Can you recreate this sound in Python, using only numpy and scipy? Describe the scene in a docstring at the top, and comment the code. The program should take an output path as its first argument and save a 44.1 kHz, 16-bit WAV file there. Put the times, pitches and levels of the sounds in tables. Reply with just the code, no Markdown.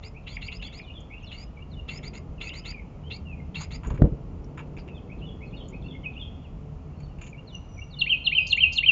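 """From the start, distant traffic hums and wren chicks beg in rasping upslurs inside a wooden birdhouse,
while songbirds whistle across the backyard. After three and a half seconds the chicks scratch about
and fall quiet. Near four seconds a hand rubs the phone and bumps it once. The far birds sing on,
and at eight seconds one starts a loud rolling song close by, echoed by the house wall and the yard.
Under it, near the end, the chicks give two thin begging squeaks."""
import sys
import numpy as np
from scipy import signal
from scipy.fft import rfft, irfft
from scipy.io import wavfile

SR = 44100
rng = np.random.default_rng(int(sys.argv[2]) if len(sys.argv) > 2 else 0)


def int16_out(signal):
    """Quantize to a 16-bit WAV file."""
    q = np.round(np.clip(np.atleast_2d(signal).T, -1, 1) * 32767)
    wavfile.write(sys.argv[1], SR, q.astype(np.int16))


N = 392931
TIME = np.arange(N) / SR


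def undb(db):
    """Turn decibels into a number to multiply by."""
    return 10 ** (np.asarray(db) / 20)


def unit(x):
    """Scale a sound to an average strength (rms) of 1."""
    return x / np.sqrt(np.mean(x ** 2) + 1e-18)


def add(out, start, x):
    """Mix x into out, beginning at start seconds."""
    i = max(int(start * SR), 0)
    out[i:i + len(x)] += x[:max(N - i, 0)]


def band(x, hz, width_hz):
    """One resonance: pitches near hz pass, the others are weakened."""
    g, k = np.tan(np.pi * hz / SR), width_hz / hz
    return signal.lfilter([g * k, 0, -g * k], [1 + g * k + g * g, 2 * (g * g - 1), 1 - g * k + g * g], x)


def ring(x, modes):
    """An object rings at several resonances, each given as (f/Hz, width/Hz, level/dB)."""
    return sum(undb(db) * band(x, hz, width) for hz, width, db in modes)


def wander(t, rate):
    """A random drift, roughly 1 up or down, that turns rate times a second."""
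    points = np.random.default_rng(rng.integers(2 ** 31)).standard_normal(int(t[-1] * rate) + 2)
    return np.interp(t * rate, np.arange(len(points)), points)


def edges(t, fade_s=0.0047):
    """A soft start and end for a note."""
    return np.sin(np.pi / 2 * np.clip(np.minimum(t, t[-1] - t) / fade_s, 0, 1)) ** 2


def reverb(x, decay_s, gap_s=0.00043):
    """Countless small echoes blur together and fade by 60 dB in decay_s."""
    t = np.arange(SR // 2) / SR
    echoes = rng.standard_normal(len(t)) * np.exp(-np.log(1000) * t / decay_s) * (t > gap_s)
    return signal.fftconvolve(x, echoes / np.linalg.norm(echoes))[:N]


# the outdoor hum, from bass to treble: f/Hz, relative level/dB
HUM_SHAPE = [(25, -4.5), (40, 4.5), (66, 0), (102, -3), (180, -3.5), (215, -8), (270, -11), (335, -14),
             (550, -18.5), (760, -22), (1380, -31.5), (1550, -39.5), (2850, -38), (3600, -48.5),
             (7000, -51)]
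# how the far traffic swells and sinks: t/s, relative engine level/dB, relative tyre level/dB
TRAFFIC_SWELLS = [(0.0, -2.5, -6), (0.801, -2.5, -2.5), (1.45, -4.5, -1.5), (1.9, 2.5, 3.5), (2.5, -2, 1),
                  (3.3, 4.5, -2), (4.299, 1, 5.5), (4.9, 0.5, 5), (5.9, 1.5, 5.5), (6.7, 2.0, -3),
                  (7.399, -1.5, -4), (8.9, -2.5, -4)]
# low notes of the engines: f/Hz, relative level/dB
ENGINE_TONES = [(48, -16.5), (76, -9), (146, -8.5), (178, -17.5), (257, -16.5), (437, -24), (515, -35)]


def distant_traffic(level_db=-40.5, waver_db=2.5):
    """A wavering rumble and smooth hiss, with engines and tyres that swell far away."""
    hum_hz, hum_db = np.transpose(HUM_SHAPE)
    f = np.maximum(np.fft.rfftfreq(N, 1 / SR), 1)
    shape = undb(np.interp(np.log(f), np.log(hum_hz), hum_db)) / (1 + (20 / f) ** 4)
    hum = unit(irfft(rfft(rng.standard_normal(N)) * shape, N))
    times, engine_swell, tyre_swell = np.transpose(TRAFFIC_SWELLS)
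    rumble_db = waver_db * wander(TIME, 11)
    engine_db = np.interp(TIME, times, engine_swell - engine_swell.mean()) - 0.94
    tyre_db = np.interp(TIME, times, tyre_swell - tyre_swell.mean()) - 1.73
    tyre_db += waver_db / 2 * wander(TIME, 5)
    out = hum.copy()
    for swell_db, hz, width in [(rumble_db, 55, 60), (engine_db, 170, 110), (tyre_db, 400, 380)]:
        out += (undb(swell_db) - 1) * band(hum, hz, width)
    for hz, db in ENGINE_TONES:
        tone = unit(band(band(rng.standard_normal(N), hz, 14.7), hz, 14.7))
        out += tone * undb(db + engine_db + 4 * wander(TIME, 3))
    return undb(level_db) * out


def whistle(t, hz, wobble, flutter_db=6.0):
    """A nearly pure note that trembles in loudness and, by the share wobble, in pitch."""
    pitch = hz * (1 + wobble * wander(t, 150))
    return undb(flutter_db * wander(t, 200)) * np.sin(2 * np.pi * np.cumsum(pitch) / SR)


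def slur(length, start_hz, middle_hz, end_hz, wobble):
    """A whistle slides through three pitches and swells until two thirds of the way through."""
    t = np.arange(0, length, 1 / SR)
    curve = np.polyfit([0, 0.5, 1], np.log([start_hz, middle_hz, end_hz]), 2)
    hz = np.exp(np.polyval(curve, t / length))
    swell = np.sin(np.pi / 2 * np.interp(t / length, [0, 0.67, 1], [0, 1, 0]))
    return swell * whistle(t, hz, wobble)


def song(phrase, times, wobble):
    """A bird sings its phrase of sliding notes at each of the given times."""
    out = np.zeros(N)
    for start, db in times:
        for after, length, start_hz, middle_hz, end_hz, note_db in phrase:
            note = slur(length, start_hz, middle_hz, end_hz, wobble)
            add(out, start + after, undb(db + note_db) * note)
    return out


# notes of three far songs: t/s into the phrase, length/s, start f/Hz, middle f/Hz, end f/Hz, level/dB
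LILTING_NOTES = [(-.008, 0.046, 2070, 2390, 2690, 2), (.085, 0.035, 4700, 3280, 2850, -12),
                 (.112, 0.0376, 2440, 2750, 2980, 0), (.152, 0.059, 3560, 3400, 2960, -0.5)]
TWITTER_NOTES = [(0.00077, 0.039, 5600, 4420, 4400, -3.5)]
SLURRED_NOTES = [(0, 0.04, 2677, 2259, 2360, -4), (.042, .038, 2534, 2765, 2820, -4.5),
                 (.138, .056, 4850, 3980, 3380, -7.5), (.19, .068, 3057, 2885, 2725, -0.5)]
# when each of them is sung: t/s, level/dB
LILTING_TIMES = [(0.143, -53), (0.468, -45.5), (0.783, -46), (1.107, -46.5), (5.099, -46), (5.413, -46.5),
                 (5.726, -47.5), (6.039, -43.5)]
TWITTER_TIMES = [(5.446, -61), (5.54, -60), (5.63, -63), (5.73, -69), (5.83, -66)]
SLURRED_TIMES = [(0.666, -48), (1.114, -46), (1.559, -48.5), (6.881, -63.5), (7.322, -45), (7.762, -43)]
# single far whistles, and the bright opening of the near bird's first phrase:
# t/s, length/s, start f/Hz, middle f/Hz, end f/Hz, level/dB
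SINGLE_NOTES = [(1.222, 0.033, 6900, 5630, 4900, -65), (2.375, 0.028, 3050, 2640, 2540, -50),
                (2.425, .11, 2600, 2626, 3150, -40), (2.632, .035, 3150, 2850, 2600, -46),
                (2.65, .17, 2680, 2457, 2080, -48.5), (3.03, 0.066, 2880, 3080, 3180, -51.5),
                (3.243, 0.11, 2880, 2657, 2370, -47), (3.35, .09, 2280, 2150, 2080, -59),
                (4.87, 0.14, 2650, 2583, 2570, -56), (4.938, 0.048, 3520, 3490, 2970, -53),
                (5.915, .06, 2120, 2150, 2150, -54), (6.028, 0.038, 3260, 2794, 2300, -45),
                (6.43, 0.042, 3370, 2790, 2400, -53), (6.955, 0.12, 4220, 4460, 4350, -65.5),
                (7.51, 0.08, 5800, 5910, 5860, -58.5), (7.64, 0.25, 5960, 5860, 5870, -62.5),
                (7.983, 0.017, 4320, 4400, 4210, -32.5), (8.325, 0.18, 4920, 4820, 4800, -59)]


def yard_whistles():
    """Far songs and the near bird's opening note echo in the yard; trees scatter the farthest songs."""
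    farthest = song(LILTING_NOTES, LILTING_TIMES, wobble=0.026)
    farthest += song(TWITTER_NOTES, TWITTER_TIMES, wobble=0.018)
    birds = undb(-2.5) * farthest + undb(-4.5) * reverb(farthest, 0.19, gap_s=0.0037)
    birds += song(SLURRED_NOTES, SLURRED_TIMES, wobble=0.0043)
    birds += song(SINGLE_NOTES, [(0.0032, 0)], wobble=0.0054)
    return birds + undb(-10) * reverb(birds, 0.091) + undb(-9) * reverb(birds, 0.69)


# the quick pushes that make up the bump: t/s, contact time/s, level/dB
PUSHES = [(3.868, 0.0083, -16.5), (3.909, 0.0066, -15.5), (3.938, 0.0055, -18), (3.979, 0.041, -20.5),
          (4.0193, 0.00301, 1.5), (4.022, 0.00052, -12.5), (4.0389, 0.007, -4.5), (4.052, 0.0043, -8.5),
          (4.072, 0.0042, -17), (4.121, 0.0067, -14.5)]
# pitches at which the phone and hand ring: f/Hz, width/Hz, level/dB
PHONE_RESONANCES = [(58, 29, 2), (144, 40, 2.5), (236, 130, -2.5), (600, 570, 0), (1450, 1200, -13)]


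def phone_bump(rub_db=-23, shake_db=-20, relax_s=0.017):
    """Pushes thump the phone, brighter when short; the hand rubs and shakes while it pushes."""
    force = np.zeros(N)
    for start, contact, db in PUSHES:
        add(force, start, undb(db) * np.sin(np.pi * np.arange(0, contact, 1 / SR) / contact))
    grip = signal.lfilter([1], [1, -np.exp(-1 / (relax_s * SR))], force)
    rub_filter = signal.butter(4, [140, 520], "band", fs=SR, output="sos")
    rub = undb(rub_db) * unit(signal.sosfilt(rub_filter, rng.standard_normal(N)))
    shake = undb(shake_db) * unit(band(band(rng.standard_normal(N), 88, 97), 90, 90))
    return ring(force, PHONE_RESONANCES) + (rub + shake) * grip / grip.max()


def scrape(length, grain_db=5):
    """A short, grainy noise that dies away."""
    t = np.arange(0, length, 1 / SR)
    grains = rng.standard_normal(len(t)) * undb(grain_db * wander(t, 610))
    return grains * edges(t, fade_s=0.00079) * np.exp(-t / length)


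# scratches in the nest, and a hand rubbing the phone just before the bump:
# t/s, length/s, f/Hz, level/dB, relative treble level/dB
RUSTLES = [(3.606, 0.034, 1430, -42.5, 2), (3.833, 0.1, 1360, -49.5, -17), (3.902, 0.0069, 1090, -39, -14),
           (3.939, 0.032, 1380, -53.5, -13), (3.975, .01, 1600, -49, -23), (4.574, 0.041, 1680, -46, -17.5),
           (4.588, 0.015, 2400, -52, -22), (4.766, 0.016, 2430, -50, -18), (4.784, 0.011, 2330, -52.5, -24),
           (4.877, 0.021, 2620, -53.5, -21), (7.002, 0.0087, 2400, -57.5, -5),
           (7.185, 0.015, 2300, -59, -15), (7.212, 0.016, 2580, -48, -11), (7.233, 0.045, 2540, -57.5, -13),
           (7.263, 0.022, 2540, -54.5, -5)]
# thin high squeaks, among them two begging calls near the end: t/s, length/s, f/Hz, level/dB
THIN_SQUEAKS = [(1.003, 0.014, 6800, -63.5), (3.605, .045, 7000, -57), (3.869, 0.019, 6930, -54),
                (4.443, 0.0046, 5400, -58.5), (4.78, 0.042, 4660, -61), (5.681, 0.032, 7100, -58.5),
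                (7.213, 0.1, 6870, -60.5), (8.014, .014, 6800, -60.5), (8.466, 0.043, 4650, -44.5),
                (8.471, 0.036, 6300, -49.5), (8.516, .016, 6900, -53), (8.565, .012, 6900, -56.5),
                (8.723, 0.042, 4760, -44.5), (8.729, 0.038, 6470, -49.5), (8.773, 0.023, 6950, -56)]


def rustles_and_squeaks():
    """Claws scratch in the nest, a hand rubs the phone, and now and then there is a thin squeak."""
    out = np.zeros(N)
    for start, length, hz, db, treble_db in RUSTLES:
        grains = scrape(length)
        body = ring(band(grains, hz, 830),
                    [(973, 200, 11), (1350, 350, -2.5), (1950, 420, -5), (2350, 270, -3)])
        treble = ring(band(grains, 4900, 5000), [(4240, 1000, 2.5), (6740, 400, 9)])
        add(out, start, undb(db) * unit(unit(body) + undb(treble_db) * unit(treble)))
    for start, length, hz, db in THIN_SQUEAKS:
        add(out, start, undb(db) * unit(band(band(scrape(length), hz, 1100), hz, 1100)))
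    return out


# short echoes off the house wall: delay/s, level/dB
WALL_ECHOES = [(.0085, -11), (0.016, -26), (0.0236, -15.5)]


def wall_and_yard(near):
    """A close sound arrives directly, then off the wall, then as a long blur from the yard."""
    wall = np.zeros(N)
    for delay, db in WALL_ECHOES:
        add(wall, delay, undb(db) * near)
    return near + wall + undb(-12.5) * reverb(near, 0.63, gap_s=0.0077)


# notes of the rolling song: t/s into the phrase, length/s, start f/Hz, top f/Hz, end f/Hz,
# pitch rise/s, pitch fall/s, fade-in/s, fade-out/s, level/dB
ROLLING_NOTES = [(0, .042, 4110, 4273, 2758, .014, 0.024, 0.016, 0.0065, -2),
                 (0.073, .027, 1836, 2652, 2640, 0.027, 0.0075, 0.0086, 0.012, -1.5),
                 (0.107, .104, 2900, 3160, 2530, .009, .044, .005, .02, -2)]
# when it is sung: t/s, phrase length/s, level/dB
ROLLING_TIMES = [(7.986, 0.19, -17.5), (8.241, 0.21, -14.5), (8.496, .205, -14), (8.7521, 0.23, -13.5)]


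def rolling_song(throat_hz=2880, throat_width_hz=705):
    """The near bird's notes rise and ease down, loudest at the pitch where its throat rings."""
    out = np.zeros(N)
    for start, phrase_s, db in ROLLING_TIMES:
        for note in ROLLING_NOTES:
            after, length, start_hz, top_hz, end_hz, rise, fall, fade_in, fade_out, note_db = note
            t = np.arange(0, min(length, phrase_s - after), 1 / SR)
            up = np.sin(np.pi / 2 * np.clip(t / rise, 0, 1))
            down = np.sin(np.pi / 2 * np.clip((t - rise) / fall, 0, 1)) ** 2
            hz = start_hz + (top_hz - start_hz) * up + (end_hz - top_hz) * down
            fades = np.minimum(t / fade_in, 1) * np.minimum((t[-1] - t) / fade_out, 1)
            tone = whistle(t, hz, wobble=0.0054, flutter_db=2.2)
            add(out, start + after, undb(db + note_db) * fades * tone)
    return band(out, throat_hz, throat_width_hz)


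def soften_treble(x, cutoff_hz=4700):
    """Dulls the hiss of the chicks' rasp and squawk, scaled to strength 1."""
    return unit(signal.sosfilt(signal.butter(8, cutoff_hz, fs=SR, output="sos"), x))


# pitches at which the wooden birdhouse rings: f/Hz, width/Hz, level/dB
BOX_RESONANCES = [(910, 290, 5.5), (1353, 120, 5.5), (2080, 190, 11.5), (2520, 56, 6.5), (3440, 230, -9.5),
                  (3990, 190, -4)]


def rasp(t):
    """A chick's voice membranes flutter unevenly and ring the box; a thin hiss grows on top."""
    flutter = rng.standard_normal(len(t)) * undb(3 * wander(t, 500))
    box = soften_treble(ring(band(flutter, 3300, 10000), BOX_RESONANCES))
    hiss = unit(band(band(flutter, 6800, 660), 6800, 660))
    return box + undb(-5) * hiss * np.sqrt(t / t[-1])


def hoarseness(t, phase, spread_hz=390, clear_s=0.042):
    """A fast shiver smears the call's loudest overtone, then clears."""
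    smoothing = signal.butter(2, spread_hz, fs=SR, output="sos")
    shiver = signal.sosfilt(smoothing, rng.standard_normal(len(t)))
    return soften_treble(shiver * np.sin(2 * phase)) * np.exp(-t / clear_s)


def squawk(t, peak_s=0.018, width_s=0.0057):
    """A burst of noise rings the chick's throat as the call opens."""
    breath = band(rng.standard_normal(len(t)), 2600, 1800)
    throat = ring(breath, [(1360, 140, -0.5), (2130, 170, -4.5), (2675, 400, 6), (3340, 160, 3)])
    return soften_treble(throat) * np.exp(-((t - peak_s) / width_s) ** 2)


# begging calls: t/s, length/s, top f/Hz of the loudest overtone (twice the voice's pitch),
# then level/dB of the tone, rasp, squawk, hoarseness and closing flick
BEGGING_CALLS = [(0.021, 0.066, 5260, -40, -51.5, -48.5, -62, -71),
                 (0.263, .102, 5000, -41.5, -51, -39.5, -48.5, -37),
                 (.407, 0.076, 4910, -43, -50, -40, -48, -42.5),
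                 (0.507, .068, 5080, -43, -51, -42, -53, -66),
                 (0.61, .070, 4820, -42.5, -51.5, -41, -52, -44),
                 (0.716, .077, 5050, -41, -51.5, -55, -59, -46.5),
                 (1.304, 0.14, 5110, -44, -53, -40, -55, -73),
                 (1.875, .112, 5200, -42.5, -45, -34.5, -50, -47),
                 (2.024, 0.064, 4990, -39.5, -45.5, -58, -61, -69),
                 (2.128, 0.06, 5090, -49, -44.5, -62, -62, -72),
                 (2.400, .097, 4960, -42.5, -44, -34.5, -48, -40.5),
                 (2.526, .077, 5070, -38, -46, -46, -59, -70),
                 (2.643, 0.074, 5000, -36.5, -43, -49, -48, -47),
                 (3.097, .075, 4800, -38, -56, -39, -41, -64),
                 (3.541, .112, 5060, -42.5, -44, -40, -41, -52),
                 (3.703, .064, 5130, -39, -43.5, -53.5, -52, -62)]


def chicks(scoop_s=0.013, fade_in_s=0.013, wobble=0.011):
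    """Each call scoops up and climbs, its tone growing as its rasp fades, then flicks downward."""
    out = np.zeros(N)
    for start, length, top_hz, tone_db, rasp_db, squawk_db, hoarse_db, flick_db in BEGGING_CALLS:
        t = np.arange(0, length, 1 / SR)
        climb = 1 - 0.23 * (1 - t / length) - 0.24 * np.exp(-t / scoop_s)
        pitch = top_hz / 2 * climb * (1 + wobble * (wander(t, 1400) + wander(t, 90)))
        phase = 2 * np.pi * np.cumsum(pitch) / SR
        tone = sum(undb(db + 4.4 * wander(t, 350)) * np.sin(harmonic * phase)
                   for harmonic, db in [(1, -10), (2, 0), (3, -22)])
        voice = tone * undb(tone_db + np.linspace(-14, -3.5, len(t)))
        voice += rasp(t) * undb(rasp_db + np.linspace(-3, -8.5, len(t)))
        voice += hoarseness(t, phase) * undb(hoarse_db)
        voice += squawk(t) * undb(squawk_db)
        add(out, start, voice * edges(t) * np.minimum(t / fade_in_s, 1))
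        flick = slur(0.015, start_hz=4020, middle_hz=2615, end_hz=1800, wobble=0.043)
        add(out, start + length - 0.005, undb(flick_db) * flick)
    return out


def scene():
    """Chicks in their box, one singer near and others far off, a bump and the hum of traffic."""
    box = chicks() + rustles_and_squeaks()
    box_echo = undb(-8) * reverb(box, 0.049, gap_s=0.0015)
    yard_echo = undb(-6) * band(reverb(box, 0.19), 2500, 1500)  # mostly middle pitches come back
    close = box + box_echo + yard_echo + wall_and_yard(rolling_song())
    # close sounds ring at one narrow pitch near 2750 Hz and soften near 5650 Hz
    close = close + undb(6) * band(close, 2749, 71) - 0.21 * band(close, 5650, 870)
    return (close + yard_whistles() + phone_bump() + distant_traffic())[None]


def record(dry, ceiling=0.75, top_hz=7250):
    """The phone flattens any peak above its ceiling and steeply cuts the highest treble."""
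    treble_cut = signal.ellip(8, 0.3, 70, top_hz, fs=SR, output="sos")
    return signal.sosfilt(treble_cut, np.clip(dry, -ceiling, ceiling))


dry = scene()
out = record(dry)
int16_out(out)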